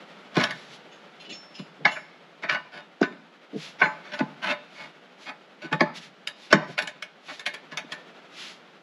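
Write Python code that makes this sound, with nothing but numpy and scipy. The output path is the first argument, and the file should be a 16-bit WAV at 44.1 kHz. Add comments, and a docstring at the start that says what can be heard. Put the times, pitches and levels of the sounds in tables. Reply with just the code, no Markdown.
"""Tyre levers on a tractor wheel

Steel levers prise a tyre off its wheel in a concrete farmyard. Chattering impulses drive modal bodies with
noise crowds: rim clang damped by rubber, tip tick, bar ring, tyre thud; then the bead settles and the wheel shudders.
Stick-slip trains drive scrapes, tyre flexing and brushed levers. Swelling grainy noise makes boot and sleeve
shuffles, decaying noise a faint shed echo, wavering noise the open air.
"""
import sys
import numpy as np
from scipy import signal
from scipy.fft import rfft, irfft
from scipy.io import wavfile

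SR = 44100
rng = np.random.default_rng(int(sys.argv[2]) if len(sys.argv) > 2 else 0)


def unload_wav(signal):
    """Save mono or channel-first audio to the path in sys.argv[1] as 16-bit WAV at rate SR, clipped to [-1, 1]."""
    wavfile.write(
        sys.argv[1],
        SR,
        np.round(np.clip(np.atleast_2d(signal).T, -1, 1) * 32767).astype(np.int16),
    )


N = 389270

# Lever hits on rim: t/s, steel clang level/dB, tyre thud level/dB, tip tick level/dB,
# chatter time scale/s, contact-favoured f/Hz
BLOWS = [(.368, -31.5, -21, -36.5, 0.00082, 1450), (.401, -30, -45, -41, 0.0047, 1930),
         (.437, -29, -46, -29, 0.0017, 5500), (0.508, -35.5, -85, -41, 0.0037, 1930),
         (1.594, -54, -38.5, -53, 0.0023, 1400), (1.853, -18, -37.5, -30.5, 0.0011, 1860),
         (1.964, -36.5, -68, -62, 0.0031, 1510), (2.436, -34, -46.5, -46.5, 0.0033, 1470),
         (2.495, -24, -58, -34.5, 0.006, 1530), (2.547, -30, -51.5, -42.5, 0.0024, 1460),
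         (3.014, -45.5, -19.5, -45, .0016, 1390), (3.027, -27, -55, -38, 0.0051, 1590),
         (3.124, -54, -58, -62, .0017, 1400), (3.818, -17.5, -36, -52, 0.0041, 1700),
         (3.855, -30, -44, -55, 0.0048, 1160), (4.204, -35, -24.5, -53, 0.0022, 1410),
         (5.727, -28, -29, -37.5, 0.0044, 1740), (5.807, -22.5, -23, -33, .003, 1900),
         (6.273, -39.5, -70, -34, 0.0011, 3670), (6.527, -16, -19.5, -24.5, .0012, 1560),
         (6.779, -31.5, -52, -37, 0.0017, 2130), (6.788, -28.5, -57, -31.5, 0.001895, 1880),
         (6.822, -45.5, -47.5, -42, 0.002, 2000), (6.874, -38.5, -69, -40, 0.0013, 2000),
         (7.024, -38.5, -71, -41.5, .001, 2140), (7.395, -45.5, -70, -45, .003, 1950),
         (7.463, -32.5, -56, -31, .0035, 1890), (7.54, -42, -71, -43.5, 0.0027, 2000),
         (7.773, -35.5, -64, -35, .0008, 2050), (7.92, -38.5, -57, -39, .005, 1820)]
# Lever slides on flange: start t/s, length/s, reference level/dB
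SCRAPES = [(0.344, 0.1, -23), (0.451, 0.064, -35), (2.418, 0.02, -40), (2.499, 0.052, -27.5),
           (2.719, 0.087, -38.5), (3.787, 0.042, -32.5), (4.032, 0.096, -43), (4.119, 0.04, -29.5),
           (4.18, 0.023, -28.5), (4.418, 0.084, -25), (4.475, 0.056, -22.5), (4.751, 0.12, -39),
           (5.259, 0.052, -32), (5.615, 0.052, -35.5), (6.502, 0.017, -28.5), (7.28, 0.036, -34),
           (7.712, 0.031, -36.5)]
# Tyre flexing under lever or knee: start t/s, length/s, level/dB
FLEXES = [(.395, 0.042, -35), (1.27, 0.065, -46), (1.779, 0.082, -45.5), (3.528, 0.04, -31.5),
          (5.635, 0.023, -39.5), (6.68, 0.022, -39.5), (7.717, 0.017, -51), (7.835, 0.013, -48.5)]
# Brushes of a loosely held lever: t/s, reference level/dB, favoured f/Hz
BRUSHES = [(.911, -57.5, 6380), (1.195, -49.5, 2840), (1.243, -51, 2900), (1.29, -44, 7200),
           (1.318, -43.5, 5420), (1.54, -47.5, 5157), (1.575, -48.5, 5170), (1.865, -39, 2735),
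           (1.906, -43.5, 2820), (2.493, -50, 4940), (3.82, -43.5, 4224), (3.831, -51.5, 5790),
           (4.128, -50, 3830)]
# Boots on gritty concrete, sleeves on rubber: middle t/s, half length/s, swell peak level/dB before grain
SHUFFLES = [(0.593, 0.1, -52.5), (0.742, 0.036, -52), (3.643, 0.065, -40.5), (4.79, 0.083, -49),
            (5.232, 0.039, -48.5), (5.97, .021, -40.5), (6.042, 0.038, -47.5), (6.436, 0.061, -50),
            (6.711, 0.035, -48.5), (7.321, 0.059, -46), (8.444, .088, -43)]

# Modes of each body: f/Hz, relative level/dB before scatter, t60/s before damping
DISH_MODES = [(590.4, 3.5, 0.34), (698, -62, 0.15), (827, -6.5, 0.17), (865, 6, 0.35), (1009, 6, 0.36),
              (1078, 10, 0.087), (1152, -1.5, 0.19)]
FLANGE_MODES = [(1344, -17.5, 0.17), (1493, 3, 0.12), (1537, -12.5, 0.4), (1686, -1, 0.11),
                (1720, -4, 0.18), (1790, -8, 0.28), (1940, -19, 0.16), (2165, -11, 0.22),
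                (2210, 3.5, 0.076), (2460, -4.5, 0.14), (2659, -5, 0.11)]
TYRE_MODES = [(155.6, -0.5, 0.18), (182, 7.5, 0.088), (206.9, -5, 0.16), (264.4, 6, 0.081), (287, 6, 0.077),
              (319, -15, 0.28), (384, -6, 0.095), (464, -10, 0.1)]
LEVER_MODES = [(2400, -2, .3), (2720, 6.5, 0.3), (2950, 12, .26), (3510, 11, 0.14), (4165, 11.5, 0.14),
               (4830, -6.5, 0.43), (5160, -11, 0.28), (5380, -8, 0.58), (5860, -6.5, 0.22),
               (6430, -10, 0.29), (6500, -4, 0.27), (7120, -4.5, 0.32), (8200, -22, 0.29), (9700, -36, .35),
               (11000, -13, .33), (11200, -33, 0.3)]
TIP_MODES = [(2870, 1, 0.3), (3370, 7, 0.076), (3660, 4.5, 0.24), (3612, 9, 0.047), (3800, 0.5, 0.19),
             (4137, 9.5, 0.07), (4530, 4, 0.11), (4850, 5.5, 0.05), (5470, 4, 0.055)]

# Noise spectra of the sources: f/Hz, relative level/dB
TYRE_BAND = [(60, -11), (115, -28.5), (155, 4.5), (300, 10.5), (520, -2), (680, -6), (1200, -40)]
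DISH_BAND = [(250, -26), (480, -67), (600, 11), (750, 1), (1100, -1), (1300, 4), (2200, -65)]
FLANGE_BAND = [(700, -14), (1200, -5), (1550, 5.5), (2250, 6.5), (2750, -9.5), (3500, -52), (6000, -50)]
TICK_BAND = [(1500, -11.5), (2800, 7), (3600, 3), (4600, -2), (6000, -10.5), (7200, -17), (10000, -67)]
SIZZLE_BAND = [(4500, 3), (7200, 7), (8300, -3), (10700, 5.5), (11800, -19), (13200, -11), (14500, -31)]
SHUFFLE_BAND = [(150, -8), (800, -8), (2000, 1.5), (3500, 4), (5000, -2), (7000, -9.5), (8500, -18.5),
                (10700, -14), (12000, -32), (14000, -37)]
ECHO_BAND = [(100, 27.5), (500, 0), (1800, 9), (4000, 15), (8000, 4), (14000, -16)]
YARD_BAND = [(59, -55), (100, -39), (134, -10), (171, 1), (254, -2.5), (481, -2), (556, -1), (952, -5.5),
             (1010, -8.5), (1380, -3.5), (1560, -7), (3360, -11.5), (8880, -36.5), (10700, -36),
             (14000, -57)]
# Spectra of slow level modulation: f/Hz, relative level/dB
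GRAIN_BAND = [(1, 26), (150, -24), (600, -33), (5000, -66)]
WAVER_BAND = [(1, -44), (12, 22), (40, -51), (400, -100)]
# Open-air background: t/s, level/dB before offset and waver
AIR_LEVEL = [(0, -48.5), (1, -51), (2.3, -54), (3.3, -55.5), (4, -49.5), (5, -53.5), (7.1, -55.5), (8, -50),
             (8.83, -53.5)]

T = np.arange(int(.7 * SR)) / SR  # time base of one response, s
RUN_UP_S = .02  # creep before the main strike
CONTACT_BOOST_DB = 11
# the dish lies between flange and tyre, and follows both
DISH_TYRE_SHARE = .32
# a light touch skates over rust; the harder the clang, the less sizzle
FIRM_BLOW_DB, SIZZLE_DB, SIZZLE_LOSS_DB_PER_DB = -30, -15.5, .5
# ring time factor at equal thud and clang, and its fall in dB per dB of excess thud
RING_FACTOR, RUBBER_DAMPING_DB_PER_DB = .71, .39
SETTLE_AFTER_S, SETTLE_S, SETTLE_DB = .01486, .012, -9
SHUDDER_AFTER_S, SHUDDER_S, SHUDDER_STEEL_DB, SHUDDER_TYRE_DB = .05, .25, -23.5, -29.5
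# from pick-up until pushed under the bead the lever is loose: more bar ring, less rust sizzle
LOOSE_FROM_S, LOOSE_TO_S = .8, 4.3
LOOSE_LEVER_DB, WEDGED_LEVER_DB, LOOSE_SIZZLE_DB = -29, -47, -12.5
GRIT_DB = -12.5  # rust grit re scrape reference
BRUSH_S = .021
TOP_HZ = 14200


def undb(db):
    """Amplitude ratio from dB."""
    return 10 ** (np.asarray(db) / 20)


def add(track, s, sound):
    """Mix a sound into the track from time s."""
    i = max(int(s * SR), 0)
    track[i:i + len(sound)] += sound[:max(N - i, 0)]


def level(x, db, length_s=0):
    """Set the rms over the first 40 ms, or over a longer contact."""
    n = int(max(length_s, .04) * SR)
    rms = np.sqrt(np.mean(x[:n] ** 2) + 1e-20)
    return x * undb(db) / rms


def noise(points, size):
    """Noise of rms 1, spectrum log-interpolated in f, nothing above the last point."""
    hz, db = np.transpose(points)
    f = np.maximum(np.fft.rfftfreq(size, 1 / SR), 1)
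    gain = undb(np.interp(np.log(f), np.log(hz), db)) * (f < hz[-1])
    x = irfft(rfft(rng.standard_normal(size)) * gain, size)
    return x / x.std()


def fade(t60_s):
    """Exponential decay by 60 dB in t60_s."""
    return np.exp(-np.log(1000) * T / max(t60_s, 1e-3))


def favour(modes, hz, width_hz, boost_db):
    """The contact weights modes near one frequency; a negative boost weakens them."""
    return [(f, db + boost_db * np.exp(-((f - hz) / width_hz) ** 2), t60) for f, db, t60 in modes]


def body(modes, band, crowd_db, crowd_t60_s, ring=1, crack=1.0, split=.0117):
    """Impulse response: clear modes, reweighted per contact, over a damped crowd that opens with a crack."""
    scatter_db, crack_t60_s = 3.5, .01
    chance = rng.standard_normal((len(modes), 3))
    clear = 0
    for (hz, db, t60_s), (size, detune, turn) in zip(modes, chance):
        # imperfect roundness: a weaker, slightly detuned twin
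        twin_hz = hz * (1 + split * detune)
        wave = np.sin(2 * np.pi * hz * T) + .5 * np.sin(2 * np.pi * twin_hz * T)
        gain = np.sign(turn) * undb(db + scatter_db * size)
        onset = 1 - np.exp(-hz * T)
        clear = clear + gain * wave * fade(t60_s * ring) * onset
    middle_hz = np.mean([hz for hz, db, t60_s in modes])
    swell = 1 - np.exp(-(middle_hz * T) ** 2)  # about one cycle to get moving
    decay = fade(crowd_t60_s * ring) + crack * fade(crack_t60_s)
    crowd = noise(band, len(T)) * swell * decay
    return level(clear, 0) + level(crowd, crowd_db)


def drive(force, response):
    """A contact force sets a body ringing: convolution."""
    return signal.fftconvolve(force, response)[:len(T)]


def chatter(scale_s, bounce=.67, creep=.29, count=9):
    """The lever creeps in growing jerks, strikes at RUN_UP_S, then rebounds."""
    before, after = rng.exponential(1, (2, count))
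    jerk, rebound = rng.standard_normal((2, count))
    when_s = RUN_UP_S + scale_s * np.concatenate([-before * 1.6, [0], after * 1.3])
    jerks = creep * jerk * np.exp(-before / 2)
    rebounds = bounce * rebound * np.exp(-after / 2)
    size = np.concatenate([jerks, [1], rebounds])
    return np.bincount(np.clip(when_s * SR, 0, len(T) - 1).astype(int), size, len(T))


def slips(length_s, rate_hz, uneven_db=4, count=160):
    """Stick-slip: uneven jerks that swell and die within the stroke."""
    when_s = np.cumsum(rng.gamma(3, 1 / (3 * rate_hz), count))
    size = undb(uneven_db * rng.standard_normal(count))
    when_s = when_s - when_s[0]
    stroke = np.clip(when_s / length_s, 0, 1)
    swell = np.sin(np.pi * (.1 + .8 * stroke)) * (when_s < length_s)
    force = np.zeros(len(T))
    force[np.minimum(when_s * SR, len(T) - 1).astype(int)] = size * swell
    return force


def blows():
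    """The lever snaps onto the rim: tip ticks, flange and dish clang, bar rings, tyre thuds and settles."""
    out = np.zeros(N)
    for s, clang_db, thud_db, tick_db, chatter_s, hz in BLOWS:
        rubber_db = thud_db - clang_db
        ring = min(RING_FACTOR * undb(-RUBBER_DAMPING_DB_PER_DB * rubber_db), 1)
        dish_db = clang_db + DISH_TYRE_SHARE * rubber_db
        loose = LOOSE_FROM_S < s < LOOSE_TO_S
        sizzle_db = tick_db + SIZZLE_DB + loose * LOOSE_SIZZLE_DB
        sizzle_db -= SIZZLE_LOSS_DB_PER_DB * (clang_db - FIRM_BLOW_DB)
        bar_db = clang_db + (LOOSE_LEVER_DB if loose else WEDGED_LEVER_DB)

        force = chatter(chatter_s)
        flange_modes = favour(FLANGE_MODES, hz, width_hz=360, boost_db=CONTACT_BOOST_DB)
        flange = body(flange_modes, FLANGE_BAND, crowd_db=-1, crowd_t60_s=.13, ring=ring)
        dish = body(DISH_MODES, DISH_BAND, crowd_db=1.5, crowd_t60_s=.14, ring=ring)
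        tip_modes = favour(TIP_MODES, hz, width_hz=360, boost_db=26)
        tick = body(tip_modes, TICK_BAND, crowd_db=3.5, crowd_t60_s=.11, crack=3.5, split=.0093)
        sizzle = noise(SIZZLE_BAND, len(T)) * (fade(.11) + fade(.024))
        tyre_modes = favour(TYRE_MODES, 208, width_hz=30, boost_db=5.5)
        thud = body(tyre_modes, TYRE_BAND, crowd_db=2.5, crowd_t60_s=.11, ring=ring)
        bar = body(LEVER_MODES, TICK_BAND, crowd_db=-9, crowd_t60_s=.12, split=.00048)
        parts = [(flange, clang_db), (dish, dish_db), (tick, tick_db),
                 (sizzle, sizzle_db), (thud, thud_db), (bar, bar_db)]
        for part, db in parts:
            add(out, s - RUN_UP_S, level(drive(force, part), db))

        # bead settles on its seat
        settling = drive(slips(SETTLE_S, rate_hz=269.5), thud)
        add(out, s + SETTLE_AFTER_S, level(settling, thud_db + SETTLE_DB))

        # wheel shudders
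        shudder = slips(SHUDDER_S, rate_hz=430) * fade(.23)
        shaken_modes = favour(DISH_MODES, 606, width_hz=60, boost_db=-.5)
        wheel = body(shaken_modes, DISH_BAND, crowd_db=9.5, crowd_t60_s=.11)
        wheel = wheel + undb(-7.5) * body(FLANGE_MODES, FLANGE_BAND, crowd_db=7.5, crowd_t60_s=.3)
        for part, db in (wheel, dish_db + SHUDDER_STEEL_DB), (thud, thud_db + SHUDDER_TYRE_DB):
            add(out, s + SHUDDER_AFTER_S, level(drive(shudder, part), db, SHUDDER_S))
    return out


def scrapes():
    """The lever judders along the rusty flange: stick-slip drives steel, tyre and grit."""
    out = np.zeros(N)
    for s, length_s, ref_db in SCRAPES:
        force = slips(length_s, rate_hz=380)
        flange_modes = favour(FLANGE_MODES, 1930, width_hz=200, boost_db=-8.5)
        flange = body(flange_modes, FLANGE_BAND, crowd_db=-2.5, crowd_t60_s=.22, ring=.76)
        dish = body(DISH_MODES, DISH_BAND, crowd_db=2, crowd_t60_s=.17)
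        tyre = body(TYRE_MODES, TYRE_BAND, crowd_db=-4.5, crowd_t60_s=.035)
        grit = body(TIP_MODES, TICK_BAND, crowd_db=4, crowd_t60_s=.027)
        grit = grit + level(noise(SIZZLE_BAND, len(T)) * fade(.096), -13)
        parts = [(flange, ref_db - 7), (dish, ref_db - 10), (tyre, ref_db - 18.5), (grit, ref_db + GRIT_DB)]
        for part, db in parts:
            add(out, s, level(drive(force, part), db, length_s))
    return out


def flexes():
    """The stiff bead shifts on its seat by stick-slip; the hollow tyre rumbles."""
    out = np.zeros(N)
    for s, length_s, db in FLEXES:
        tyre = body(TYRE_MODES, TYRE_BAND, crowd_db=5, crowd_t60_s=.1, ring=.66)
        add(out, s, level(drive(slips(length_s, rate_hz=460), tyre), db, length_s))
    return out


def levers():
    """A free steel bar rings in high bending modes; rubbing locks onto one of them."""
    out = np.zeros(N)
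    rise = np.minimum(T / BRUSH_S, 1)
    for s, ref_db, hz in BRUSHES:
        bar_modes = favour(LEVER_MODES, hz, width_hz=1400, boost_db=CONTACT_BOOST_DB)
        bar = body(bar_modes, TICK_BAND, crowd_db=4.5, crowd_t60_s=.14, split=.00079)
        sung_modes = favour(LEVER_MODES, hz, width_hz=72, boost_db=25)
        sung = rise * body(sung_modes, TICK_BAND, crowd_db=-20, crowd_t60_s=.1, split=0)
        rubbed = drive(slips(BRUSH_S, rate_hz=900), bar)
        add(out, s, level(rubbed, ref_db - 1) + level(sung, ref_db - 2))
    return out


def shuffles():
    """Soft swishes as the weight shifts: band noise with bell-shaped swells and random grain."""
    t = np.arange(N) / SR
    swell = sum(undb(db) * np.exp(-((t - s) / half_s) ** 2) for s, half_s, db in SHUFFLES)
    grain = undb(2 * noise(GRAIN_BAND, N))
    return swell * grain * noise(SHUFFLE_BAND, N)


def sheds(x, db=-22, t60_s=.73, build_s=.0048):
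    """Thin, dull echo from the buildings: convolution with noise that builds up, then decays."""
    tail = noise(ECHO_BAND, len(T)) * fade(t60_s) * (1 - np.exp(-T / build_s))
    return undb(db) * signal.fftconvolve(x, tail / np.linalg.norm(tail))[:N]


def air():
    """Faint outdoor background: band noise whose level drifts and wavers."""
    s, db = np.transpose(AIR_LEVEL)
    drift_db = np.interp(np.arange(N) / SR, s, db) + 1
    waver_db = noise(WAVER_BAND, N)
    return noise(YARD_BAND, N) * undb(drift_db + waver_db)


def scene():
    """Work straight ahead plus echo and air; both channels alike."""
    work = blows() + scrapes() + flexes() + levers() + shuffles()
    return np.tile(work + sheds(work) + air(), (2, 1))


def record(dry):
    """Microphone: low cut, narrow dip from its port, clipping at full scale, top cut."""
    low_cut = signal.butter(8, 134, "high", fs=SR, output="sos")
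    x = signal.sosfilt(low_cut, dry)
    port_hz, port_q = 9100, 5
    x = signal.lfilter(*signal.iirnotch(port_hz, port_q, fs=SR), x)
    top_cut = signal.ellip(8, .2, 70, TOP_HZ, fs=SR, output="sos")
    return signal.sosfilt(top_cut, np.clip(x, -1, 1))


dry = scene()
out = record(dry)
unload_wav(out)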